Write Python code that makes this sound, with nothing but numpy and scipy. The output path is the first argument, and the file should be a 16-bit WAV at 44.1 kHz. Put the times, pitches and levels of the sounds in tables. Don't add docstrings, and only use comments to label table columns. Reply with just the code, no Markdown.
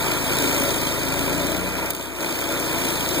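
import sys
import numpy as np
from scipy.fft import rfft, irfft, next_fast_len
from scipy.io import wavfile
from scipy.ndimage import map_coordinates

SR = 44100
rng = np.random.default_rng(int(sys.argv[2]) if len(sys.argv) > 2 else 0)


def pcm_store(signal):
    levels = np.round(np.clip(np.atleast_2d(signal), -1, 1) * 32767)
    wavfile.write(sys.argv[1], SR, levels.astype(np.int16).T)


N = 141120

# time in seconds, four-stroke cycles per second.
ENGINE_SPEED = [(0, 26.6), (.15, 26.6), (.33, 27.1), (.51, 27.3), (.69, 26.8), (.87, 26.6), (1.05, 26.9),
                (1.23, 27.8), (1.59, 30.1), (1.85, 32), (2.13, 31.1), (2.49, 28.7), (2.67, 27.7),
                (3.03, 28), (3.2, 27.6)]
WHEEL_TURNS_PER_CYCLE = .69

TEETH_DB = [2, -2, -1]
BITE_DECAY_TURNS, BITE_SCATTER_DB = .04, 3
BITE_DEPTH = 1.3

# time in seconds, guard roar in dB, rasp (and rumble) in dB.
CUT_LEVELS = [(0, -30, -30), (.1, -27.5, -27.5), (.16, -33, -30.5), (.38, -29, -28.5), (.62, -27.5, -29.5),
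              (.8, -31, -32), (1.15, -31.5, -31.5), (1.28, -28.5, -30.5), (1.55, -29.5, -32),
              (1.62, -32.5, -33), (1.85, -31.5, -31.5), (1.905, -31, -33), (1.92, -35.5, -37.5),
              (2.14, -37, -39), (2.24, -32, -32.5), (2.47, -33, -32.5), (2.55, -29, -30.5),
              (2.65, -32, -33), (2.73, -30.5, -30.5), (3.13, -31, -32), (3.19, -26, -29.5)]
ROAR_TRIM_DB, RASP_TRIM_DB, RUMBLE_TRIM_DB = -1, 1.5, -1
ROAR_BITE_POWER, RASP_BITE_POWER = .5, .8
# pitch in Hz, width in Hz, level in dB.
GUARD_MODES = [(274.7, 22.5, -4.5), (315, 20, -3.5), (378, 113, -9.5), (458, 51, -5.5), (504.4, 25, -7),
               (565, 26.4, -4.5), (664, 43, -7.5)]
GUARD_LOW_HZ = 170
# pitch in Hz, width in Hz, level in dB.
PANEL_MODES = [(318, 22, 0), (356, 36, -3)]
# time in seconds, dB against the guard.
PANEL_LEVEL = [(0, -10), (1.7, -10), (2, -6.5), (2.6, -4.5), (3.2, -3)]
# pitch in Hz, width in Hz, level in dB.
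WHEEL_MODES = [(875, 56, -3.5), (978.5, 76, -2), (1229, 30, -7), (1372, 38, -1), (1473, 345, -11),
               (1940, 225, -7), (2388, 126, 0)]
# frequency in Hz, relative level in dB.
RUMBLE_TONE = [(25, -48), (45, -36), (90, -12), (170, -4), (235, -6.5), (300, -8), (700, -5), (1500, -4),
               (3000, -15.5), (6000, -19)]

# time in seconds, level in dB.
SPRAY_LEVEL = [(0, -28), (.22, -28.2), (.42, -24.8), (.6, -25), (.8, -27.8), (1.05, -29), (1.28, -28.6),
               (1.5, -30.3), (1.68, -33.5), (1.82, -33.5), (1.9, -32.5), (1.92, -36.5), (2.02, -35),
               (2.13, -39), (2.23, -30.5), (2.47, -30.3), (2.85, -27.7), (3.2, -27)]
SPRAY_TRIM_DB = 2
# frequency in Hz, relative level in dB.
CHIP_TONE = [(900, -1.5), (2000, -33), (2900, 3), (3600, 4), (4300, -0.5), (6500, 0), (8800, 6),
             (10600, -5.5), (12200, -6), (13500, 1.5), (15000, 5)]
SPLINTERS_PER_S, SPLINTER_HZ, SPLINTER_OCTAVES = 830, 5000, .72
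SPLINTER_DECAY_CYCLES = 29
SPLINTER_SPREAD_DB, SPLINTER_DB = 1, -5

# start in seconds, level before tone and trims in dB, share of steel ring 0-1.
STRIKES = [(.368, -19, .1), (.579, -19, .1), (1.42, -23, .1), (1.4691, -21, .1), (1.5184, -19.5, .1),
           (1.567, -21, .1), (1.8604, -22, .2), (1.9043, -13, 1), (1.9075, -22, 1), (1.9345, -24, .2),
           (1.9487, -18.5, .8), (2.0254, -27, .2), (2.2064, -22, .1), (2.4134, -19, .1), (2.599, -20, .1),
           (3.0894, -16.5, .2)]
CRACK_TRIM_DB, STRIKE_RISE_S, CRACK_T60_S = 3, .0003, .016
# pitch in Hz, relative level in dB.
STEEL_MODES = [(6600, -12), (9200, -6), (12600, -9), (15100, -3)]
STEEL_TRIM_DB, STEEL_T60_S = -9, .018

# time in seconds, firing note in dB, overtones in dB.
EXHAUST_LEVELS = [(0, -45.5, -45.5), (.5, -44, -44), (.9, -45, -44.5), (1.3, -41, -41.5), (1.6, -40.5, -43),
                  (1.8, -43, -48), (1.9, -44, -48), (1.95, -49, -54), (2.13, -49, -56), (2.31, -49, -53),
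                  (2.5, -46, -48.5), (2.67, -47.5, -47.5), (2.85, -45, -45.5), (3.2, -45, -46)]
FIRING_TRIM_DB, OVERTONE_TRIM_DB = 2, 1.5
# multiple of the cycle rate, relative level in dB.
OVERTONES = [(3, 1), (4, -6), (5, 1.5), (6, .5), (7, -7), (8, -7), (12, -5), (13, -5), (14, -7), (15, -7),
             (19, -7), (20, -5), (21, -3)]
UNSTEADY_DB, UNSTEADY_RAD = .2, .02
PIPE_HZ, PIPE_WIDTH_HZ, PIPE_DB = 183, 10, 4
HOLLOW_HZ, HOLLOW_WIDTH_HZ, HOLLOW_DB = 151, 4, -14
# time in seconds, level in dB.
GROWL_LEVEL = [(0.0, -45), (0.11, -30), (0.13, -39), (0.47, -31), (0.59, -37), (0.61, -27), (0.76, -38),
               (1.18, -35), (1.21, -30), (1.8, -40), (1.82, -34), (2.07, -42), (2.64, -40), (2.85, -36),
               (3.2, -38)]
# multiple of the cycle rate, relative level in dB.
GROWL_ORDERS = [(9, -4), (10, 1), (11, -6)]
GROWL_TRIM_DB, GROWL_THROTTLE_SHARE = -3, .4
MUFFLER_HZ, MUFFLER_WIDTH_HZ = 285, 70

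# frequency in Hz, left over right in dB.
BALANCE = [(60, 8), (120, 8), (170, 4), (235, 9), (275, 5), (320, 10), (410, 11), (465, -3), (560, 3),
           (780, 8.5), (900, 0), (1350, 0), (1700, -8), (2200, -1.5), (2600, 0)]
EVEN_ABOVE_HZ = 2600
# frequency in Hz, likeness 0-1.
LIKENESS = [(100, 0.88), (400, 0.85), (1000, 0.57), (1800, 0.91), (3500, 0.9), (8500, 0.53), (11500, .45),
            (14500, .4)]
# frequency in Hz, lead of the left channel in radians.
LEFT_LEAD = [(55, -2.7), (130, -1.3), (215, .1), (255, -1.1), (295, -.5), (390, -.8), (430, -1.7), (510, 0),
             (740, .2), (830, -1), (1000, 0), (1550, 0), (1850, 1.8), (2750, 3.1)]
RIGHT_LAG_S = .000363
TOP_HZ = 15500


def bites(speed):
    turns = np.cumsum(speed) * WHEEL_TURNS_PER_CYCLE / SR
    passes = turns * len(TEETH_DB)
    bite_db = np.resize(TEETH_DB, 400) + BITE_SCATTER_DB * rng.standard_normal(size=400)
    size = amp(bite_db)[passes.astype(int)]
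    turns_off_peak = np.abs(passes % 1 - .5) / len(TEETH_DB)
    return 2 + BITE_DEPTH * size * np.exp(-turns_off_peak / BITE_DECAY_TURNS)


def cutting(bite):
    roar_db, rasp_db = curves(CUT_LEVELS)
    panel_db, = curves(PANEL_LEVEL)

    def blows():
        return grit(300, spread_db=1) * bite ** ROAR_BITE_POWER

    body = ringing(blows(), GUARD_MODES) + amp(panel_db) * ringing(blows(), PANEL_MODES)
    body = filtered(body, lambda hz: 1 - 1 / (1 + (hz / GUARD_LOW_HZ) ** 6))
    roar = amp(roar_db + ROAR_TRIM_DB + .15 * wobble(15)) * body
    scrape = grit(600, spread_db=2) * bite ** RASP_BITE_POWER
    rasp = amp(rasp_db + RASP_TRIM_DB) * ringing(scrape, WHEEL_MODES)
    rumble = amp(rasp_db + RUMBLE_TRIM_DB) * coloured(grit(200, spread_db=1), RUMBLE_TONE)
    return roar + rasp + rumble


def chips(bite):
    spray_db, = curves(SPRAY_LEVEL)
    crackle = unit(grit(1800, spread_db=2) + amp(SPLINTER_DB) * splinters())
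    spray = amp(spray_db + SPRAY_TRIM_DB + .36 * wobble(45)) * unit(bite) * crackle
    return spray.std() * coloured(spray, CHIP_TONE)


def splinters(size=640):
    count = int(SPLINTERS_PER_S * N / SR)
    when, pitch, weight, *phases = rng.random((count, 5)).T[..., None]
    octaves = SPLINTER_OCTAVES * np.log(pitch / (1 - pitch)) / 2
    hz = SPLINTER_HZ * 2 ** octaves
    cycles = np.minimum(hz, TOP_HZ) * np.arange(size) / SR
    strength = amp(-SPLINTER_SPREAD_DB * np.log(np.maximum(weight, .01)))
    life = strength * np.exp(-cycles / SPLINTER_DECAY_CYCLES)
    at = ((when * N).astype(int) + np.arange(size)).ravel()

    def scatter(phase):
        rings = life * np.sin(2 * np.pi * (cycles + phase))
        return np.bincount(at, rings.ravel(), N)[:N]

    return unit(np.array([scatter(phase) for phase in phases]))


def strikes():
    cracks, rings = np.zeros(N), np.zeros((2, N))
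    for start, db, ring_share in STRIKES:
        age = np.maximum(np.arange(N) / SR - start, 0)
        blow = amp(db) * np.minimum(age / STRIKE_RISE_S, 1)
        cracks += blow * amp(CRACK_TRIM_DB - 60 * age / CRACK_T60_S)
        steel = sum(amp(level) * np.sin(2 * np.pi * hz * rng.normal(1, .01) * age)
                    for hz, level in STEEL_MODES)
        rings += ring_share * blow * amp(STEEL_TRIM_DB - 60 * age / STEEL_T60_S) * steel
    cracks = cracks * rng.standard_normal((2, N))
    return cracks.std() * coloured(cracks, CHIP_TONE) + rings


def exhaust_note(speed):
    firing_db, overtone_db = curves(EXHAUST_LEVELS)
    growl_db, = curves(GROWL_LEVEL)
    cycle = np.cumsum(speed) / SR

    def partial(k):
        phase = 2 * np.pi * (k * cycle + rng.random()) + UNSTEADY_RAD * k * wobble(22)
        return np.sqrt(2) * amp(UNSTEADY_DB * min(k, 10) * wobble(14)) * np.sin(phase)

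    def bell(offset):
        return 1 / (1 + offset ** 2)

    def pipe_db(hz):
        peak = PIPE_DB * bell((hz - PIPE_HZ) / PIPE_WIDTH_HZ)
        return peak + HOLLOW_DB * bell((hz - HOLLOW_HZ) / HOLLOW_WIDTH_HZ)

    def muffler(hz):
        return 1 / np.hypot(1, 2 * (hz - MUFFLER_HZ) / MUFFLER_WIDTH_HZ)

    overtones = sum(amp(db + pipe_db(k * speed)) * partial(k) for k, db in OVERTONES)
    throttle = amp(GROWL_THROTTLE_SHARE * (overtone_db - overtone_db.max()))
    growl = throttle * sum(amp(db) * partial(k) * muffler(k * speed) for k, db in GROWL_ORDERS)
    firing = amp(firing_db + FIRING_TRIM_DB) * partial(2)
    return firing + amp(overtone_db + OVERTONE_TRIM_DB) * overtones + amp(growl_db + GROWL_TRIM_DB) * growl


def microphones(note, noise):
    def blur(hz):
        alike = np.clip(along(LIKENESS, hz), 0, 1)
        return np.array([alike, np.sqrt(1 - alike ** 2)])

    def lead(hz):
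        lagged = 2 * np.pi * hz * RIGHT_LAG_S - np.pi
        return np.where(hz * RIGHT_LAG_S < 1, along(LEFT_LEAD, hz), lagged)

    def balance(hz):
        return amp(np.outer([.5, -.5], along(BALANCE, hz) * (hz < EVEN_ABOVE_HZ)))

    blurred = filtered(noise, blur).sum(axis=0)
    mid = filtered(note + noise[0], lambda hz: np.cos(lead(hz) / 2))
    side = filtered(note + blurred, lambda hz: 1j * np.sin(lead(hz) / 2))
    return filtered(np.array([mid + side, mid - side]), balance)


def amp(db):
    return 10 ** (np.asarray(db) / 20)


def unit(x):
    return x / np.sqrt(np.mean(x ** 2) + 1e-20)


def along(points, hz):
    f, v = np.transpose(points)
    return np.interp(np.log(hz + 1), np.log(f + 1), v)


def curves(rows):
    s, *cols = np.transpose(rows)
    return [np.interp(np.arange(N) / SR, s, c) for c in cols]


def wobble(rate):
    knots = rng.standard_normal(int(N * rate / SR) + 4)
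    return map_coordinates(knots, [np.arange(N) * rate / SR])


def filtered(x, response):
    m = next_fast_len(N + SR // 2)
    return irfft(rfft(x, m) * response(np.fft.rfftfreq(m, 1 / SR)), m)[..., :N]


def ringing(x, modes):
    def body(f):
        return sum((-1) ** k * amp(db) * 1j * f * w / (c * c - f * f + 1j * f * w)
                   for k, (c, w, db) in enumerate(modes))

    return unit(filtered(x, body))


def coloured(x, spectrum):
    return unit(filtered(x, lambda hz: amp(along(spectrum, hz))))


def grit(rate, spread_db):
    return unit(rng.standard_normal((2, N)) * amp(spread_db * wobble(rate)))


def scene():
    speed, = curves(ENGINE_SPEED)
    bite = bites(speed)
    noise = cutting(bite) + chips(bite) + strikes()
    return microphones(exhaust_note(speed), noise)


def record(dry):
    return filtered(dry, lambda hz: hz < TOP_HZ)


dry = scene()
out = record(dry)
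pcm_store(out)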